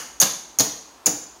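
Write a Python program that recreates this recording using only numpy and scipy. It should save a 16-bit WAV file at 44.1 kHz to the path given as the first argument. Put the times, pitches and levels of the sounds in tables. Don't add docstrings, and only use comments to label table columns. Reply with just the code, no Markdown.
import sys
import numpy as np
from scipy import signal
from scipy.fft import rfft, irfft
from scipy.io import wavfile

SR = 44100
rng = np.random.default_rng(int(sys.argv[2]) if len(sys.argv) > 2 else 0)


def to_wav(s):
    ch = np.atleast_2d(s).T
    pcm = np.round(np.clip(ch, -1, 1) * 32767)
    wavfile.write(sys.argv[1], SR, pcm.astype(np.int16))


N = 61740

# [t/s, ring pitch f/Hz, ring level/dB,
# snap level/dB, snap upper edge f/Hz, clack pitch f/Hz, clack level/dB]
CONTACTS = [(-0.105, 6630, -4.5, -4.5, 12100, 4530, -5.5), (0.2006, 6613, -2, -15.5, 11500, 4400, -17.5),
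            (0.2034, 6510, -5, -16, 11500, 4550, -39), (0.2091, 6760, -8, -6.5, 12600, 4900, -33),
            (0.2149, 7120, -12.5, -8.5, 18000, 4610, -7.5), (0.2168, 6100, -26, -9, 18000, 3605, -10),
            (0.2238, 6700, -10, -15, 18000, 4740, -6.5), (0.227, 6350, -9.5, -34, 16000, 3600, -15.5),
            (0.2330, 6720, -16.5, -14, 14000, 3503, -11), (0.587, 6520, -5, -11.5, 18000, 5570, -10.5),
            (0.5965, 6656, -6, -12.5, 16000, 4490, -7), (0.6045, 6930, -10, -15.5, 18500, 4140, -11),
            (0.6075, 6454, -11.5, -13, 16000, 4520, -26), (0.6096, 6080, -11.5, -31, 13400, 3280, -16),
            (1.0592, 6940, -4.5, -17.5, 12500, 4930, -19.5), (1.0611, 6980, -8, -19, 12500, 4910, -21),
            (1.0663, 6495, -8.5, -10.5, 13000, 5040, -11), (1.0692, 6940, -19, -19, 15200, 4710, -12),
            (1.075, 6380, -28, -24, 18000, 4950, -22)]
# [t/s, thud level/dB, knock level/dB, slap level/dB]
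LANDINGS = [(-0.095, -20, -16.5, -10.5), (0.2144, -32.5, -16.5, -25), (0.2239, -18, -14.5, -14.5),
            (0.5878, -27, -22, -33), (0.6015, -15.5, -11.5, -19.5), (1.0663, -22.5, -22.5, -22),
            (1.0745, -15.5, -23, -25)]
# [multiple of the ring pitch, level/dB, t60/s]
CHIP_MODES = [(.915, -7, 0.033), (.95, -15.5, 0.066), (1., -2.5, 0.034), (1.035, -11, 0.044),
              (1.39, -19.5, 0.041), (1.70, -17, 0.019), (1.79, -44, 0.013), (2.25, -13, .018)]
# [multiple of the clack pitch, level/dB, t60/s]
STACK_MODES = [(0.472, -15.5, 0.017), (0.772, -17.5, 0.026), (0.948, -5.5, 0.0077), (1.002, -3.5, 0.018),
               (1.121, -6, 0.023), (1.261, -6, 0.023)]
# [f/Hz, level/dB, t60/s]
TABLE_MODES = [(134.2, -8.5, 0.075), (201.4, -3.5, 0.054), (254.8, -4, 0.058), (315, -6, 0.077),
               (449.6, -6, 0.039), (514, -7, 0.05), (651, -10.5, .06), (777, -7, 0.03)]
# [f/Hz, relative level/dB per Hz]
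SNAP_COLOUR = [(100, -19), (500, -2), (2500, -9), (5000, -11.5), (7000, 4.5), (7900, -6.5), (9400, 2.5),
               (12000, 4), (13700, -6), (15000, 5), (16000, -25)]
# [f/Hz, relative level/dB per Hz]
SLAP_COLOUR = [(400, -10.5), (1000, -3.5), (1650, 1), (2300, -8), (2900, 1), (4000, -17.5), (9000, -9)]
# [f/Hz, relative level/dB per Hz]
KNOCK_COLOUR = [(100, -14.5), (300, -7.5), (520, 1), (780, 1.5), (1100, -3), (1500, -14), (2300, -13.5),
                (4000, -7), (12000, -23)]
# [centre f/Hz, t60/s, tail level/dB]
ROOM = [(96, 0.52, -7), (280, 0.48, -5), (850, 0.5, -1.5), (1870, 0.58, -2.5), (4480, .6, -5),
        (6470, 0.59, -5), (9900, 0.49, -7.5), (15100, 0.38, -10)]
# [f/Hz, relative level/dB per Hz]
AIR_COLOUR = [(20, -33), (35, -26), (55, 0.5), (80, -13.5), (130, -15.5), (190, -14), (240, -7.5),
              (350, -4), (450, -8.5), (950, -4), (1900, -15), (2600, -16.5), (5000, -18), (15000, -30)]

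SNAP_T60_S, SLAP_T60_S, KNOCK_T60_S = 0.015, 0.036, 0.041
CONTACT_RISE_S, TABLE_RISE_S = 0.00041, 0.0026
CHIP_LOW_HZ = 353
TABLE_LOW_HZ = 113
ROOM_BUILD_S = 0.0048
EARLY_DB, EARLY_T60_S, EARLY_START_S = -7.5, 0.21, 0.0014
AIR_DB = -50.5
LEAD_S = 0.2
TOP_HZ = 15800


def chips():
    t = np.arange(SR // 10) / SR
    remove_bass = signal.butter(2, CHIP_LOW_HZ, "high", fs=SR, output="sos")
    for at, ring_hz, ring_db, snap_db, edge_hz, clack_hz, clack_db in CONTACTS:
        chip_modes = [(ring_hz * multiple, db, t60) for multiple, db, t60 in CHIP_MODES]
        stack_modes = [(clack_hz * multiple, db, t60) for multiple, db, t60 in STACK_MODES]
        chip = undb(ring_db) * ring(t, chip_modes, CONTACT_RISE_S)
        stack = undb(clack_db) * ring(t, stack_modes, CONTACT_RISE_S)
        soften = signal.butter(2, edge_hz, fs=SR, output="sos")
        snap = signal.sosfilt(soften, burst(t, SNAP_COLOUR, SNAP_T60_S, CONTACT_RISE_S))
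        yield at, signal.sosfilt(remove_bass, chip + stack + undb(snap_db) * snap)


def table():
    t = np.arange(SR // 4) / SR
    remove_bass = signal.butter(4, TABLE_LOW_HZ, "high", fs=SR, output="sos")
    for at, thud_db, knock_db, slap_db in LANDINGS:
        thud = undb(thud_db) * ring(t, TABLE_MODES, TABLE_RISE_S)
        knock = undb(knock_db) * burst(t, KNOCK_COLOUR, KNOCK_T60_S, TABLE_RISE_S)
        slap = undb(slap_db) * burst(t, SLAP_COLOUR, SLAP_T60_S, CONTACT_RISE_S)
        yield at, signal.sosfilt(remove_bass, thud + knock + slap)


def room(hits):
    t = np.arange(SR) / SR
    hz = np.fft.rfftfreq(SR, 1 / SR)
    centres = [centre for centre, _, _ in ROOM]
    white = np.exp(2j * np.pi * rng.random(len(hz))) * np.sqrt(SR)
    bands = np.array([irfft(white * along(hz, centres, share), SR) for share in np.eye(len(ROOM))])

    early = fade(t, EARLY_T60_S) * (t > EARLY_START_S)
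    early = undb(EARLY_DB) * early / np.linalg.norm(early)
    shapes = []
    for _, t60, tail_db in ROOM:
        tail = fade(t, t60) * (1 - np.exp(-(t / ROOM_BUILD_S) ** 2))
        tail = undb(tail_db) * tail / np.linalg.norm(tail)
        shapes.append(np.hypot(early, tail))
    shapes = np.array(shapes)

    track = np.zeros(N + int(LEAD_S * SR))
    for at, sound in hits:
        own_bands = np.roll(bands, rng.integers(SR), axis=1)
        response = np.sum(shapes * own_bands, axis=0)
        add(track, at, sound)
        add(track, at, signal.fftconvolve(sound, response))
    return track[-N:]


def ventilation():
    return undb(AIR_DB) * noise(AIR_COLOUR, N)


def ring(t, modes, rise):
    total = np.zeros(len(t))
    for hz, db, t60 in modes:
        sine = np.sin(2 * np.pi * (hz * t + rng.random()))
        total += undb(db) * fade(t, t60) * sine
    return total * (1 - np.exp(-t / rise))


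def burst(t, colour, t60, rise):
    shape = fade(t, t60) * (1 - np.exp(-t / rise))
    size = 2 * len(t)
    gain = colour_gain(colour, size)
    phase = np.angle(rfft(rng.standard_normal(len(t)) * shape, size))
    x = irfft(gain * np.exp(1j * phase), size)[:len(t)]
    x = x * np.sqrt(shape)
    return x * np.sqrt(np.sum(shape ** 2) / np.sum(x ** 2))


def noise(colour, size):
    gain = colour_gain(colour, size)
    x = irfft(gain * np.exp(2j * np.pi * rng.random(len(gain))), size)
    return x / x.std()


def colour_gain(colour, size):
    points, levels = np.array(colour, float).T
    return undb(along(np.fft.rfftfreq(size, 1 / SR), points, levels))


def along(hz, points, values):
    return np.interp(np.log(np.maximum(hz, 1)), np.log(points), values)


def fade(t, t60):
    return np.exp(-np.log(1000) * t / t60)


def undb(db):
    return 10 ** (np.asarray(db) / 20)


def add(track, at, sound):
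    i = max(int((at + LEAD_S) * SR), 0)
    track[i:i + len(sound)] += sound[:len(track) - i]


def scene():
    hits = [*chips(), *table()]
    mono = room(hits) + ventilation()
    return np.array([mono, mono])


def record(dry):
    rounded = np.tanh(dry)
    cut_top = signal.ellip(10, 0.2, 80, TOP_HZ, fs=SR, output="sos")
    return signal.sosfilt(cut_top, rounded)


dry = scene()
out = record(dry)
to_wav(out)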